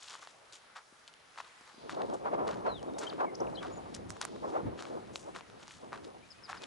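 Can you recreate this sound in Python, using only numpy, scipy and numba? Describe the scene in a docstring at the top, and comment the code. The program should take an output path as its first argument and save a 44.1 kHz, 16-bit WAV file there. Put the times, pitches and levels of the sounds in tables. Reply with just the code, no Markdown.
"""On a dirt path between grass and trees, a runner carries a small stereo camera. Behind everything, leaves and
air are bands of noise that swell together and flicker alone. Birds are gliding tones; lone puffs and gusts at
the microphone ports are ringing pops and eddy noise. Twigs and pebbles snap as clicks rung through two
resonances. Footfalls crunch soil, grit and grass: random breaking grains, shaped by the weight that comes on
and eases off."""
import sys
import numpy as np
from scipy import signal
from scipy.fft import next_fast_len
from scipy.io import wavfile
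from scipy.ndimage import uniform_filter1d
from numba import njit

SR = 44100
rng = np.random.default_rng(int(sys.argv[2]) if len(sys.argv) > 2 else 0)


def int16_out(signal):
    """Quantize to a 16-bit WAV file."""
    q = np.round(np.clip(np.atleast_2d(signal).T, -1, 1) * 32767)
    wavfile.write(sys.argv[1], SR, q.astype(np.int16))


N = 293706

# Relative spectral density of far leaves and air: pitch_hz, density_db
WOODS_SPECTRUM = [(25, -16), (138, -5.5), (269, -6.5), (298, -7), (385, -21), (472, 0), (609, 1), (893, 1),
                  (1500, 3), (2500, -5), (4100, -6.5), (5210, -8.5), (10100, -21.5), (11200, -57)]
# Correlation of the leaves between left and right: pitch_hz, likeness_0_to_1
WOODS_LIKENESS = [(60, 1), (300, 0.57), (2500, 0.13), (6000, 0.52)]
# Bird whistles, before waver and flutter: start_s, length_s, first_hz, last_hz, level_db
WHISTLES = [(1.732, 0.1, 4920, 4570, -67), (2.686, 0.12, 4220, 2840, -51), (2.873, 0.034, 3700, 3700, -65),
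            (2.939, 0.025, 3730, 3680, -64), (3.068, 0.016, 3120, 3130, -43),
            (3.094, 0.016, 5080, 2320, -46), (3.261, 0.044, 2270, 2060, -54.5),
            (3.344, 0.013, 4820, 7300, -55), (3.351, 0.0059, 4330, 6040, -45.5),
            (3.4, 0.0079, 5330, 7800, -64), (3.401, 0.0086, 4680, 6550, -49.5),
            (3.467, 0.012, 3130, 2020, -53), (3.547, 0.013, 3840, 5460, -54.5),
            (3.555, 0.011, 4020, 3910, -46), (3.568, 0.0113, 3830, 3020, -51),
            (3.569, 0.033, 3010, 3390, -46), (3.603, 0.017, 3000, 2050, -54),
            (3.72, 0.028, 6800, 7100, -57.5), (3.756, 0.029, 6950, 6770, -59),
            (6.225, 0.028, 2320, 2500, -60), (6.343, 0.061, 2470, 2570, -66),
            (6.604, 0.042, 2530, 2450, -56)]
# A second bird's throbbing, falling chirps, before throb and fade: start_s, length_s, level_db
CHIRP_CALLS = [(6.303, 0.034, -52), (6.429, 0.044, -50.5), (6.56, 0.038, -58)]
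# Lone puffs of air on the ports, nominal peaks: time_s, peak_db
AIR_PUFFS = [(0.925, -54.5), (1.61, -56), (1.744, -54), (1.781, -48.5)]
# Mean strength of the wind on the ports, before flutter: time_s, level_db
GUST_STRENGTH = [(1.74, -77), (1.8, -54.5), (1.9, -49.5), (1.97, -39.5), (2.0, -37), (2.06, -38.5),
                 (2.145, -39), (2.2, -48), (2.235, -42.5), (2.255, -35), (2.305, -39), (2.345, -31.5),
                 (2.368, -39), (2.4, -33), (2.47, -38.5), (2.594, -44.5), (2.645, -38.5), (2.665, -31),
                 (2.7, -34), (2.78, -51.5), (2.82, -47.5), (2.888, -39.5), (2.975, -46.5), (3.005, -39.5),
                 (3.07, -38.5), (3.165, -43.5), (3.21, -31), (3.225, -37), (3.25, -35.5), (3.265, -43.5),
                 (3.325, -41.5), (3.385, -46), (3.405, -35.5), (3.435, -37), (3.462, -38.5), (3.55, -42),
                 (3.68, -43), (3.79, -46), (4.27, -54.5), (4.33, -40), (4.375, -48.5), (4.445, -38.5),
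                 (4.49, -40.5), (4.56, -34.5), (4.61, -40), (4.7, -42.5), (4.755, -48.5), (4.88, -47),
                 (4.92, -41), (4.99, -42.5), (5.04, -54), (5.13, -47.5), (5.19, -58), (5.28, -44),
                 (5.448, -64), (5.6, -54), (5.76, -74), (5.84, -49.5), (5.89, -50.5), (6.2, -53.5),
                 (6.321, -69), (6.66, -52.5)]
# Mean strength of the low thumps under the gusts, before flutter: time_s, level_db
THUMP_STRENGTH = [(1.72, -94), (1.85, -62), (2.1, -64.5), (2.6, -52), (3.1, -65.5), (3.75, -49.5),
                  (4.58, -63.5), (4.67, -40.5), (4.76, -62), (6.66, -66)]
# Snapping twigs and pebbles, peaks before panning:
# time_s, crack_peak_db, crack_pitch_hz, knock_peak_db, left_minus_right_db
TWIG_SNAPS = [(0.121, -48, 3000, -48, 2), (0.153, -39, 2500, -34.5, 2), (0.195, -53, 2500, -45, 5),
              (0.2296, -53, 2400, -38, 4), (0.2731, -36, 3060, -35.5, 2), (0.525, -39, 4400, -81, 3),
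              (1.078, -34.5, 3750, -58, 2), (1.139, -42, 3310, -67, 1), (1.3593, -45, 2500, -42, 2),
              (1.403, -65, 2030, -31, 4), (1.413, -55, 2500, -42, 0), (1.61, -47, 6100, -47, 4),
              (1.895, -57, 3340, -25, 1.5), (2.019, -31, 2400, -44, 3.5), (2.0998, -39, 3840, -50, 1),
              (2.532, -39, 2500, -34, 2), (2.829, -39.5, 4970, -42.5, 3), (2.985, -33, 5800, -37, 5),
              (3.128, -57, 2200, -35, 2), (3.949, -25, 5570, -47, 4), (3.965, -38, 5000, -42, 8),
              (4.1045, -29, 6330, -34, -13.5), (4.167, -57, 2200, -38.5, 3), (4.2127, -50, 2200, -33, 5),
              (4.2137, -30, 5460, -44, 0), (4.2149, -17, 5460, -26, 1.5), (4.215, -26, 7060, -47, 3),
              (4.2232, -32, 4800, -37, 6), (4.2517, -23, 8150, -28.5, -11), (4.362, -49, 5000, -41.5, 2),
              (4.7914, -39, 2220, -34.5, 5), (4.824, -31.5, 4770, -32.5, 2), (4.8534, -36, 2260, -32.5, 4),
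              (5.1579, -20.5, 2640, -28.5, 3), (5.3504, -38, 2050, -48, 5), (5.3622, -53, 2350, -28.5, 4),
              (5.4088, -38.5, 2040, -39.5, 5), (5.5, -43, 2600, -45, 2), (5.68, -34.5, 4550, -40, -1),
              (5.709, -37.5, 2090, -62, 2), (5.9227, -56, 2200, -35, 0), (5.93, -36, 3040, -25.5, 3),
              (5.9763, -39, 2540, -37, 1), (6.049, -41.5, 4000, -59, 0), (6.4995, -45, 3500, -37, 1.5),
              (6.5298, -44, 4200, -26, 2), (6.6202, -36, 4260, -59, 1), (6.636, -32, 3400, -42, 1.5),
              (6.64, -30, 3240, -59, 1.5)]
# Feet on the ground, some dragging, before stick and slip:
# start_s, time_scale_s, grit_level_db, brightness_db_per_octave
FOOTFALLS = [(-0.03, 0.15, -55, 3), (0.079, 0.077, -55.5, 0), (0.12, 0.052, -58.5, -1),
             (0.207, 0.05, -57.5, -0.5), (0.27, 0.056, -67.5, 4), (0.521, 0.035, -53.5, 5.5),
             (0.751, 0.038, -54, -6), (1.075, 0.02, -59, -1.5), (1.366, 0.036, -52, -5),
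             (1.435, 0.065, -64, -3.5), (1.657, 0.062, -65, -6), (1.88, 0.06, -53.5, -3),
             (2.12, 0.051, -63, 6), (2.454, 0.086, -51.5, -5), (2.979, 0.025, -55, 13.5),
             (2.986, 0.12, -54, -3), (3.608, 0.075, -57.5, -6.5), (3.938, 0.025, -52.5, 7.5),
             (4.081, 0.058, -64, 12), (4.201, 0.059, -49.5, -2.5), (4.422, 0.17, -66.5, 2),
             (4.754, 0.13, -56.5, -1.5), (5.12, 0.12, -63.5, 13.5), (5.334, 0.058, -54.5, -3.5),
             (5.58, 0.076, -60, -0.5), (5.662, 0.12, -58, 2), (5.915, 0.056, -58, -7.5),
             (6.029, 0.037, -61.5, -1), (6.476, 0.047, -50.5, -5.5), (6.534, 0.064, -60.5, -5),
             (6.6, 0.08, -61.5, -3)]

WOODS_RMS_DB = -60
GLIDE_BEND_PER_S = 5.3  # the longer a whistle, the more it lingers on its first pitch, then glides ever faster
CHIRP_HZ, CHIRP_FALL_HZ, CHIRP_BEND = 5250, 1900, 3.0
CHIRP_THROB_HZ, CHIRP_THROB_SHARE, CHIRP_FADE_DB = 165, .6, 12
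# Gusts stronger than the reference shed smaller, higher eddies
EDDY_HZ, EDDY_REF_DB, EDDY_OCT_PER_DB = 534, -41.5, 0.082
# As the air slows the eddies grow and their pitch sinks: start, rate, greatest depth
EDDY_SAG_FROM_S, EDDY_SAG_OCT_PER_S, EDDY_SAG_OCT = 3.86, 0.42, 0.11
PORT_HZ = 1275  # low-pass corner of the port opening
PORT_TURN_RAD = 2.15  # phase the stereo matrix puts between left and right for wind entering one port
# What crushed ground rings with: centre and width
SOIL_HZ, SOIL_WIDTH_HZ = 1150., 1000.
GRIT_HZ, GRIT_WIDTH_HZ = 3500., 3400.
GRASS_HZ, GRASS_WIDTH_HZ = 6500., 4200.
GRASS_DB = -5  # offset of the swish from the slope through soil and grit
# Shares of a step's time scale: weight coming on, then the e-fold time of crumbling away
PRESS_SHARE, CRUMBLE_SHARE = 0.41, 0.65
TOP_HZ = 11250
SIDES = np.array([[1], [-1]])  # left, right


def undb(db):
    """Decibel definition: amplitude ratio from a level."""
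    return 10 ** (np.asarray(db) / 20)


def level(x, db):
    """Root-mean-square normalisation to a given level."""
    return x * undb(db) / np.sqrt(np.mean(x ** 2))


def noise():
    """White noise: independent normal samples of unit power."""
    return rng.standard_normal(N)


@njit
def svf(x, hz, damp):
    """State-variable resonance: band-pass of moving centre, gain 1 there; damp = width over centre."""
    y, band_state, low_state = np.empty(len(x)), 0., 0.
    for i in range(len(x)):
        g = np.tan(np.pi * hz[i] / SR)
        v = (band_state + g * (x[i] - low_state)) / (1 + g * (g + damp))
        band_state = 2 * v - band_state
        low_state = low_state + 2 * g * v
        y[i] = damp * v
    return y


def moving_band(x, hz, damp):
    """Cascaded resonance: two equal band-passes in series steepen the skirts."""
    return svf(svf(x, hz, damp), hz, damp)


def band(x, hz, width_hz):
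    """Fixed cascaded resonance, set by its centre and the width of each stage."""
    return moving_band(x, np.full(len(x), float(hz)), width_hz / hz)


def walk(rate):
    """Slewed random process: levels held 1 / rate s and averaged twice, spread near 1."""
    hold = int(SR / rate)
    steps = np.repeat(rng.standard_normal(N // hold + 1), hold)
    slewed = uniform_filter1d(uniform_filter1d(steps, hold), hold)
    return slewed[:N] * np.sqrt(2)


def place(x, pan_db, wide):
    """Level-difference panning; an unlike share reaches each side by slightly later paths."""
    late = np.roll(x, 23) - np.roll(x, 61)
    return undb(SIDES * pan_db / 2) * x + wide * late * SIDES


def glide_tone(pitch_hz):
    """Frequency modulation: phase is the running sum of the instantaneous pitch."""
    return np.sin(2 * np.pi * np.cumsum(pitch_hz) / SR)


def grains(per_s, spread_db):
    """Random impulse process of breaking particles: most small, a few large."""
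    when, sign, size = rng.random(N), rng.standard_normal(N), rng.exponential(1, N)
    return (when < per_s / SR) * sign * undb(np.minimum(spread_db * size, 16))


def woods():
    """Superposed band noise of far leaves and air: half-octave bands swell together and flicker alone."""
    leaves, swell = 0, walk(4.46)
    spectrum_hz, spectrum_db = np.transpose(WOODS_SPECTRUM)
    likeness_hz, likeness = np.transpose(WOODS_LIKENESS)
    for hz in 21 * 2 ** np.arange(0, 9.3, .5):
        mid = band(noise(), hz, hz * .7)
        side = band(noise(), hz, hz * .7)
        db = np.interp(np.log(hz), np.log(spectrum_hz), spectrum_db)
        db = db + .7 * swell + 2.2 * walk(9)
        alike = np.clip(np.interp(np.log(hz), np.log(likeness_hz), likeness), 0, 1)
        leaves = leaves + undb(db) * (np.sqrt(1 + alike) * mid + np.sqrt(1 - alike) * side * SIDES)
    # a thin wavering hiss high in the treble
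    hiss = np.array([band(noise(), 9840.0, 1400.0) for _ in range(2)])
    hiss = level(hiss, -76.5) * undb(0.43 * walk(11.0))
    return level(leaves, WOODS_RMS_DB) * undb(0.4 * SIDES) + hiss


def birds():
    """Frequency-modulated whistles, slightly unsteady, trailed by a faint smear scattered from the trees."""
    calls, waver, flutter = np.zeros(N), 0.014 * walk(500), undb(2.5 * walk(250))
    for start, length, first_hz, last_hz, db in WHISTLES:
        u = np.arange(0, 1, 1 / (length * SR))  # share of the call elapsed
        i = int(start * SR)
        pitch = first_hz + (last_hz - first_hz) * u ** (1 + GLIDE_BEND_PER_S * length)
        steadiness = min(1, (0.038 / length) ** 2)  # long whistles are held steady
        pitch = pitch * (1 + waver[i:i + len(u)] * steadiness)
        calls[i:i + len(u)] += undb(db) * np.sin(np.pi * u) ** 0.38 * glide_tone(pitch)
    for start, length, db in CHIRP_CALLS:
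        u = np.arange(0, 1, 1 / (length * SR))
        i, fall = int(start * SR), u ** CHIRP_BEND
        throb = 1 - CHIRP_THROB_SHARE * np.cos(2 * np.pi * CHIRP_THROB_HZ * u * length)
        pitch = (CHIRP_HZ - CHIRP_FALL_HZ * fall) * (1 + waver[i:i + len(u)])
        envelope = undb(db - CHIRP_FADE_DB * fall) * throb * np.sin(np.pi * u) ** 0.76
        calls[i:i + len(u)] += envelope * glide_tone(pitch)
    t = np.arange(int(.15 * SR)) / SR
    trees = rng.standard_normal((2, len(t))) * np.exp(-t / 0.05) * undb(-39)
    smear = signal.fftconvolve(calls[None], trees, axes=1)[:, :N]
    return place(calls * flutter, 7.3, 0.043) + smear


def puffs():
    """Impulse response of a damped resonance: each puff is a dull pop of two or three cycles."""
    impulses = np.zeros(N)
    for s, db in AIR_PUFFS:
        impulses[int(s * SR)] = undb(db)
    pop = band(impulses, 253.0, 250.0)
    return place(pop * impulses.max() / np.abs(pop).max(), 1.0, 0.1)


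def wind():
    """Eddy shedding at the ports: noise round a wandering pitch, in quick puffs, over lower thumps."""
    t = np.arange(N) / SR
    gust_db = np.interp(t, *np.transpose(GUST_STRENGTH))
    thump_db = np.interp(t, *np.transpose(THUMP_STRENGTH))
    hz = EDDY_HZ * 2 ** (EDDY_OCT_PER_DB * np.maximum(gust_db - EDDY_REF_DB, 0))
    hz = hz * 2 ** -np.clip(EDDY_SAG_OCT_PER_S * (t - EDDY_SAG_FROM_S), 0, EDDY_SAG_OCT)
    hz = hz * np.exp(0.099 * walk(24.85))
    gust_db = gust_db + 1.5 * np.tanh(walk(40))  # the air flutters about its mean strength

    small = level(moving_band(noise(), hz, 1.3), -1.97)
    small = small * undb(4.7 * np.tanh(walk(90)))
    large = level(moving_band(noise(), 0.69 * hz, 0.85), -4.5)
    large = large * undb(5.9 * np.tanh(walk(60)))
    eddy = (small + large) * undb(gust_db)
    # eddies smaller than the port opening cancel out
    eddy = signal.sosfilt(signal.butter(5, PORT_HZ, fs=SR, output="sos"), eddy)
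    analytic = signal.hilbert(eddy, next_fast_len(N))[:N]
    port = np.real(analytic * np.exp(-.5j * PORT_TURN_RAD * SIDES))

    # lower eddies are independent on the two sides; thumps are partly alike
    lower = np.array([level(moving_band(noise(), 0.52 * hz, 1.44), -7.0) for _ in range(2)])
    mid = level(band(noise(), 124.0, 266.0), 0)
    side = level(band(noise(), 175.0, 220.0), -1.5)
    thump = undb(thump_db + 4.5 * np.tanh(walk(15))) * (mid + side * SIDES)
    return port * undb(0.4 * SIDES) + undb(gust_db) * lower + thump


def snaps():
    """Impulsive excitation: a click with a few ms of splinters rings a crack and a knock resonance."""
    out, t = np.zeros((2, N)), np.arange(int(.012 * SR)) / SR
    for s, crack_db, crack_hz, knock_db, pan_db in TWIG_SNAPS:
        push = rng.standard_normal(len(t)) * 0.1 * np.exp(-t / 0.0014)
        push[0] += 1
        crack = band(push, crack_hz, 0.9 * crack_hz)
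        knock = band(uniform_filter1d(push, size=9), 1130.0, 1290.0)
        snap = undb(crack_db) * crack / np.abs(crack).max()
        snap = snap + undb(knock_db) * knock / np.abs(knock).max()
        i = int(s * SR)
        out[:, i:i + len(t)] += place(snap, pan_db, 0.091)[:, :N - i]
    return out


def feet():
    """Granular fracture: soil, grit and grass break in grains as weight comes on fast and eases off."""
    weight, t = np.zeros((3, N)), np.arange(N) / SR
    octaves = np.log2(np.array([SOIL_HZ, GRIT_HZ, GRASS_HZ]) / GRIT_HZ)
    for start, length, db, bright in FOOTFALLS:
        on = slice(max(int(start * SR), 0), int((start + 4.8 * length) * SR))
        u = (t[on] - start) / length
        onset = np.sin(np.pi / 2 * np.clip(u / PRESS_SHARE, 0, 1)) ** 2
        crumble = np.exp(-(np.maximum(u - PRESS_SHARE, 0) / CRUMBLE_SHARE) ** 1.19)
        band_db = db + bright * octaves + [0, 0, GRASS_DB]
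        weight[:, on] += undb(band_db)[:, None] * onset * crumble
    weight = weight * undb(2.2 * walk(180) - .4)  # the sole sticks and slips, so grains come in clusters

    shared = grains(450, 0.74)  # large clods sound in every band at once
    soil = level(band(shared + 0.98 * grains(2000, 0.93), SOIL_HZ, SOIL_WIDTH_HZ), 0)
    grit = level(band(shared + 0.44 * grains(2500, 4.2), GRIT_HZ, GRIT_WIDTH_HZ), 0)
    grass = level(band(.5 * shared + 4.3 * grains(6000, 4.0), GRASS_HZ, GRASS_WIDTH_HZ), 0)
    # loose grit rattles faintly throughout, heard between the steps
    stray = level(band(grains(300, 1.8), 4000., 4500.), -76)
    crunch = (weight * [soil, grit, grass]).sum(axis=0)
    return place(crunch + stray, 2.0, 0.16)


def scene():
    """Linear superposition of all sources."""
    return woods() + birds() + puffs() + wind() + snaps() + feet()


def record(dry):
    """Band limitation: the camera cuts the top steeply, here by an elliptic low-pass."""
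    return signal.sosfilt(signal.ellip(10, .2, 75, TOP_HZ, fs=SR, output="sos"), dry)


dry = scene()
out = record(dry)
int16_out(out)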